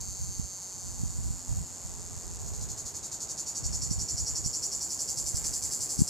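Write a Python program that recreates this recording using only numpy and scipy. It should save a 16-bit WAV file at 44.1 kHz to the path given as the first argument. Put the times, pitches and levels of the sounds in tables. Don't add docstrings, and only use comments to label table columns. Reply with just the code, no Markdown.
import sys
import numpy as np
from scipy import signal
from scipy.fft import rfft, irfft
from scipy.io import wavfile
from scipy.ndimage import uniform_filter1d

SR = 44100
rng = np.random.default_rng(int(sys.argv[2]) if len(sys.argv) > 2 else 0)


def digitize_waveform(pressure):
    field = np.atleast_2d(pressure).T
    bounded = np.clip(field, -1, 1)
    quanta = np.round(bounded * 32767).astype(np.int16)
    wavfile.write(sys.argv[1], SR, quanta)


N = 268569
TIME = np.arange(N) / SR


def gain_of(db):
    return 10 ** (np.asarray(db) / 20)


def pan(db):
    return gain_of([[db / 2], [-db / 2]])


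def follow(rows, t=TIME):
    times, *columns = np.transpose(rows)
    return [np.interp(t, times, column) for column in columns]


def eq_gain(eq, hz):
    f, db = np.transpose(eq)
    return gain_of(np.interp(np.log(hz + 1), np.log(f), db))


def unit_rms(x):
    return x / np.sqrt(np.mean(x ** 2) + 1e-20)


def leveller(x, size=900):
    power = uniform_filter1d(uniform_filter1d(x ** 2, size), size)
    return x / np.sqrt(abs(power) + 1e-9)


def drift(hz):
    f = np.fft.rfftfreq(N, 1 / SR)
    return unit_rms(irfft(rfft(rng.standard_normal(N)) / (1 + (f / hz) ** 4), N))


def stereo_noise(eq, correlation):
    f = np.fft.rfftfreq(N, 1 / SR)
    left, other = irfft(rfft(rng.standard_normal((2, N))) * eq_gain(eq, f), N)
    right = correlation * left + np.sqrt(1 - correlation ** 2) * other
    return unit_rms(np.array([left, right]))


def treble(x, hz):
    return signal.sosfiltfilt(signal.butter(2, hz, "high", fs=SR, output="sos"), x)


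def shelf(x, hz, db):
    return x + (gain_of(db) - 1) * treble(x, hz)


def bell(x, hz, width_hz, db):
    carrier = np.exp(2j * np.pi * np.cumsum(hz) / SR)
    pole = np.exp(-np.pi * width_hz / SR)
    band = 2 * (carrier * signal.lfilter([1 - pole], [1, -pole], x / carrier)).real
    return x + (gain_of(db) - 1) * band


def ring(x, eq, size=2048, low_cut_hz=2500):
    f = abs(np.fft.fftfreq(size, 1 / SR))
    log_gain = np.log(eq_gain(eq, f) * np.clip(f / low_cut_hz, .02, 1))
    response = np.fft.ifft(np.exp(signal.hilbert(log_gain).conj())).real
    return signal.oaconvolve(x, response / np.linalg.norm(response))[:N]


def disperse(x, spread_ms, size=512):
    hz = np.fft.rfftfreq(size, 1 / SR)
    knots_hz = np.arange(0, SR / 2, 500)
    scatter = np.clip(rng.standard_normal(len(knots_hz)), -2, 2)
    delay_ms = 2 + spread_ms * np.interp(hz, knots_hz, scatter)
    response = irfft(np.exp(-2j * np.pi * np.cumsum(delay_ms / 1000) * hz[1]))
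    return signal.oaconvolve(x, response)[2 * SR // 1000:][:N]


# t/s, relative level/dB
MURMUR_RIDE = [(0, -57.5), (1.5, -56), (3.0, -54), (4.5, -55), (5.9, -54.5)]
# f/Hz, level/dB
MURMUR_EQ = [(25, -11), (70, 7), (150, 6), (230, 0.5), (320, 0), (520, -3), (850, 0), (1250, -7),
             (2000, -13.5), (3200, -16), (8000, -2), (15000, -58.5)]
# start/s, end/s, f/Hz, level/dB
HUMS = [(0.603, 2.31, 251.6, -60), (1.693, 3.4, 417, -63)]


def distance(murmur_db=6.0, low_db=-56.5, hum_waver_hz=1.16):
    far = stereo_noise(MURMUR_EQ, correlation=0.7) * gain_of(follow(MURMUR_RIDE)[0] + murmur_db)
    low_eq = [(100, -38), (300, -3), (450, -6.5), (1000, -20.0), (4000, -59)]
    far += stereo_noise(low_eq, correlation=1.0) * gain_of(low_db) * TIME / TIME[-1]
    for start, end, hz, db in HUMS:
        fade = np.sin(np.pi * np.clip((TIME - start) / (end - start), 0, 1))
        phase = 2 * np.pi * np.cumsum(hz + hum_waver_hz * drift(4.5)) / SR
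        far += gain_of(db) * fade * np.sqrt(2) * np.sin(phase)
    return far


# centre/s, length/s, level/dB
RUSTLES = [(3.73, .3, -64.5), (4.107, 0.13, -62), (4.341, 0.12, -61), (5.454, 0.23, -58), (5.7, 0.12, -60),
           (5.88, 0.057, -59)]
# f/Hz, level/dB
RUSTLE_EQ = [(300, -4), (900, -5), (1800, 1), (3000, -6.5), (6000, -17)]


def rustles(grain_db=4.0, grain_hz=60):
    swell = sum(gain_of(db) * np.exp(-(2 * (TIME - t) / length) ** 2) for t, length, db in RUSTLES)
    return stereo_noise(RUSTLE_EQ, correlation=0.74) * swell * gain_of(grain_db * drift(grain_hz))


# start/s, hold/s, relative level/dB
GUSTS = [(0, .19, -49.5), (.2, 0.25, -46), (0.834, 0.22, -46.5), (1.004, 0.34, -41.5), (1.502, 0.12, -39),
         (1.853, 0.34, -48.5), (2.256, 0.49, -46), (3.615, 0.43, -42), (4.116, 0.034, -44),
         (4.203, 0.038, -42), (4.295, 0.049, -46), (4.397, 0.1, -45.5), (5.19, 0.11, -46.5),
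         (5.354, 0.23, -47), (5.976, 0.062, -41)]


def gusts(breeze_db=-56, attack_s=0.02, release_s=0.017, lumps_db=2.5, lumps_hz=14):
    strength = np.full(N, gain_of(breeze_db))
    for start, hold, db in GUSTS:
        before = np.maximum(start - TIME, 0) / attack_s
        after = np.maximum(TIME - start - hold, 0) / release_s
        strength = np.maximum(strength, gain_of(db) * np.exp(-before - after))
    return strength * gain_of(lumps_db * drift(lumps_hz))


# f/Hz, level/dB
WIND_EQ = [(15, -57), (35, 0), (65, 3.5), (105, 0.5), (160, -5.5), (220, -15.5), (320, -25), (600, -55),
           (1500, -50)]
# t/s, relative peak/dB, f/Hz, left minus right/dB
THUMPS = [(0.398, -21, 132, -7), (1.037, -19, 146, -4), (1.189, -22, 102, -2), (1.308, -21, 106, -4),
          (3.661, -22, 76, 1), (3.914, -19, 139, -6), (4.463, -23, 119, -7), (5.347, -22, 99, -5),
          (5.993, -18, 152, 8), (6.007, -17, 198, -2), (6.02, -9, 144, 4)]


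def wind(gust_db=6.5, thump_db=1.0, thump_cycles=0.32, pan_db=-3.5, lull_db=-55):
    blow = gusts()
    strength = gain_of(gust_db) * blow / np.sqrt(1 + (gain_of(lull_db) / blow) ** 4)
    air = stereo_noise(WIND_EQ, correlation=-0.79) * strength * pan(pan_db)
    for (t, db, hz, side_db), offset in zip(THUMPS, rng.random(len(THUMPS))):
        cycles = (TIME - t) * hz
        swell = 1 / np.cosh(np.minimum(abs(cycles) * np.sqrt(2) / thump_cycles, 20))
        phase = 2 * np.pi * (cycles + offset)
        eddy = np.array([np.cos(phase), -np.cos(phase + 0.34)]) * pan(side_db)
        air = air * (1 - swell) + gain_of(db + thump_db) * swell * eddy
    return air


def branches(x, pan_db=-2.0, lag_samples=0.29, wet_db=-10, t60_s=.05):
    t = np.arange(SR // 4) / SR
    taps = rng.standard_normal((2, len(t))) * (rng.random((2, len(t))) < .08)
    taps *= gain_of(-60 * t / t60_s) * (t > .001)
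    taps /= np.linalg.norm(taps, axis=1, keepdims=True)
    late = (1 - lag_samples) * x + lag_samples * np.roll(x, 1)
    direct = np.array([x, late]) * pan(pan_db)
    return direct + gain_of(wet_db) * signal.oaconvolve(x[None], taps, axes=1)[:, :N]


# t/s, stroke rate/Hz, rib spacing/ms, lag of the second tymbal/ms
STROKES = [(0, 189, 1.33, .3), (.42, 188.5, 1.35, .3), (.96, 181, 1.4, .3), (1.5, 180.5, 1.45, .3),
           (2.36, 175, 1.5, .3), (2.42, 142, 1.75, 0), (3.0, 154, 1.65, 0), (3.7, 161, 1.65, 0),
           (4.2, 161, 1.76, 0), (5.0, 156, 1.78, 0)]
RIB_ACCENTS = [0, -.5, -5, -13]


def tymbals(pace, tension, second_db, rib_fade, jitter_ms=.02, scatter_db=1.45, crisp_db=3.0):
    stroke_hz, rib_ms, lag_ms = follow(STROKES)
    stroke_count = np.floor(np.cumsum(stroke_hz * pace) / SR)
    strokes = np.flatnonzero(np.diff(stroke_count))
    is_second = np.arange(len(strokes)) % 2
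    pull_ms = is_second * lag_ms[strokes] + jitter_ms * rng.standard_normal(len(strokes))
    spacing_ms = (rib_ms / tension)[strokes]
    song = np.zeros(N)
    for rib, db in enumerate(RIB_ACCENTS):
        slip, accent = rng.standard_normal((2, len(strokes)))
        delay_ms = pull_ms + rib * spacing_ms + jitter_ms * slip
        onsets = strokes + np.round(delay_ms * SR / 1000).astype(int)
        height = gain_of(db * rib_fade[strokes] + is_second * second_db[strokes] + scatter_db * accent)
        clicks = np.bincount(onsets, height, N)[:N]
        second_clicks = np.bincount(onsets, height * is_second, N)[:N]
        clicks += (gain_of(2 * second_db) - 1) * treble(second_clicks, hz=9800)
        clicks = shelf(clicks, hz=10800, db=crisp_db * (1 - rib))
        song += disperse(clicks, spread_ms=.62)
    return song


# f/Hz, level/dB
OPENING_EQ = [(3400, -30), (4000, -19), (4500, -2.5), (4950, -18), (5300, -10), (5700, -15), (6200, 0),
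              (7450, 0), (8350, -18), (8680, -9), (9100, -17), (10250, -15), (11300, -25), (13000, -19),
              (14200, -33)]
BUZZ_EQ = [(3200, -31), (4000, -21), (4580, -9.5), (4950, -15), (5400, -10), (5830, -15), (6250, -2),
           (6850, 1), (7600, -1.5), (8370, -16), (8680, -8.5), (9100, -18), (10550, -15.5), (11800, -24),
           (12800, -16), (14200, -35)]
EARLY_THROB_EQ = [(3000, -36), (3850, -20.5), (4200, -12), (4800, -11.5), (5200, -12), (5600, -12.5),
                  (6750, 1), (7400, -2), (8400, -14), (10500, -18), (11200, -21), (12900, -20),
                  (14200, -30), (15700, -37)]
FULL_THROB_EQ = [(3000, -29.5), (3950, -26), (4400, -4.5), (5000, -6.5), (5700, -1.5), (6200, -7),
                 (6850, 2.5), (7550, 3.5), (8400, -8), (9600, -13), (10600, -8), (11200, -19.5),
                 (13400, -18.5), (15700, -31)]
LATE_THROB_EQ = [(3000, -31.5), (4000, -23), (4450, -7.5), (5800, -8), (6200, -4), (6800, -2.5),
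                 (7550, 3.5), (8400, -8), (10500, -10), (11200, -19.5), (13700, -17), (15000, -34),
                 (15700, -32)]
CROSSFADES = [.3, 1.101, 2.361, 2.45, 3.1, 3.9, 4.7, 5.3]


def body(clicks):
    tones = [OPENING_EQ, BUZZ_EQ, EARLY_THROB_EQ, FULL_THROB_EQ, LATE_THROB_EQ]
    stage = np.interp(TIME, CROSSFADES, (np.arange(len(CROSSFADES)) + 1) // 2)
    return sum(np.maximum(1 - abs(stage - k), 0) * ring(clicks, eq) for k, eq in enumerate(tones))


# resting f/Hz, rise/Hz, width/Hz, gain when fully open/dB
ARCHES = [(7940, 690, 1800, -1.5), (12000, 2300, 800, 6)]


def upper_resonances(song, throb_phase, openness):
    arch = np.sin(np.pi * throb_phase) ** 2
    for hz, rise_hz, width_hz, db in ARCHES:
        song = bell(song, hz + rise_hz * arch, width_hz, db * openness)
    return song


# t/s, throb rate/Hz
THROB_TEMPO = [(2.374, 14.25), (2.8, 11.685), (4.6, 10.95), (5.0, 11.07)]
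# phase/cycles, level/dB, abdomen f/Hz, stroke pace/ratio, overtones/dB
THROB_SHAPE = [(0.0, -6, 6430, .66, -1), (.09, -11, 6700, .7, 3), (.15, -7, 5650, .88, -1.5),
               (.24, -0.5, 5320, 1, -3), (.43, -0.04, 5810, 0.98, 5.5), (.53, 1.9, 6800, 1.0, 1.5),
               (.62, -1.5, 7150, 1.0, 5), (.8, -4, 6800, 0.93, 1), (1.0, -9, 6780, .66, 3)]
# t/s, second tymbal level/dB, rib fade/ratio, throb depth/ratio, abdomen boost/dB
PHRASING = [(0, 1.5, 1.55, 0.26, 3), (2.36, -4, 2.4, 0.29, -1), (2.42, 2.5, 0.57, 0.35, 6),
            (2.65, 2, 0.26, 1, 5.5), (3.1, 1, 0.22, 1.28, 2.5), (3.7, -1, 0.25, 1.14, 8),
            (4.3, 0, 0.38, .95, 11.5), (5.0, 1.5, 0.39, 0.87, 9), (6.09, 1, 0.5, 0.94, 7)]
# t/s, level/dB
EFFORT = [(0, -39.5), (1.1, -43), (2.372, -44), (2.382, -54), (2.392, -42.5), (2.65, -38.5), (3.1, -37),
          (3.25, -36), (3.55, -34.5), (4.2, -31.5), (4.8, -32), (4.93, -33), (5.0, -31.5), (6.09, -31)]


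def cicada(snap_share=0.92, snap_rest_db=-9.0, uneven_db=0.58):
    second_db, rib_fade, depth, boost_db = follow(PHRASING)
    throbbing = TIME >= THROB_TEMPO[0][0]
    throb_phase = np.cumsum(throbbing * follow(THROB_TEMPO)[0]) / SR % 1
    swell_db, abdomen_hz, pace, overtones_db = follow(THROB_SHAPE, throb_phase)

    pace = 1 + throbbing * depth * (pace - 1)
    waver = 1 + np.where(throbbing, .012, .0025) * drift(9)
    tension = 1 + throbbing * .018 * drift(8)
    song = body(tymbals(pace * waver, tension, second_db, rib_fade))

    song = bell(song, abdomen_hz * tension, width_hz=500, db=boost_db)
    song = upper_resonances(song, throb_phase, openness=boost_db / boost_db.max())
    song = shelf(song, hz=8600, db=depth * overtones_db)
    snap_db = snap_share * depth * (snap_rest_db - swell_db)
    song = shelf(song, hz=11400, db=snap_db)

    level_db = follow(EFFORT)[0] + throbbing * depth * swell_db + uneven_db * drift(16.6)
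    return leveller(song) * gain_of(level_db)


def scene():
    return distance() + rustles() + wind() + branches(cicada())


def record(dry, cutoff_hz=15800):
    low_pass = signal.firwin(511, cutoff_hz, window=("kaiser", 9), fs=SR)
    return signal.oaconvolve(dry, low_pass[None], "same")


dry = scene()
out = record(dry)
digitize_waveform(out)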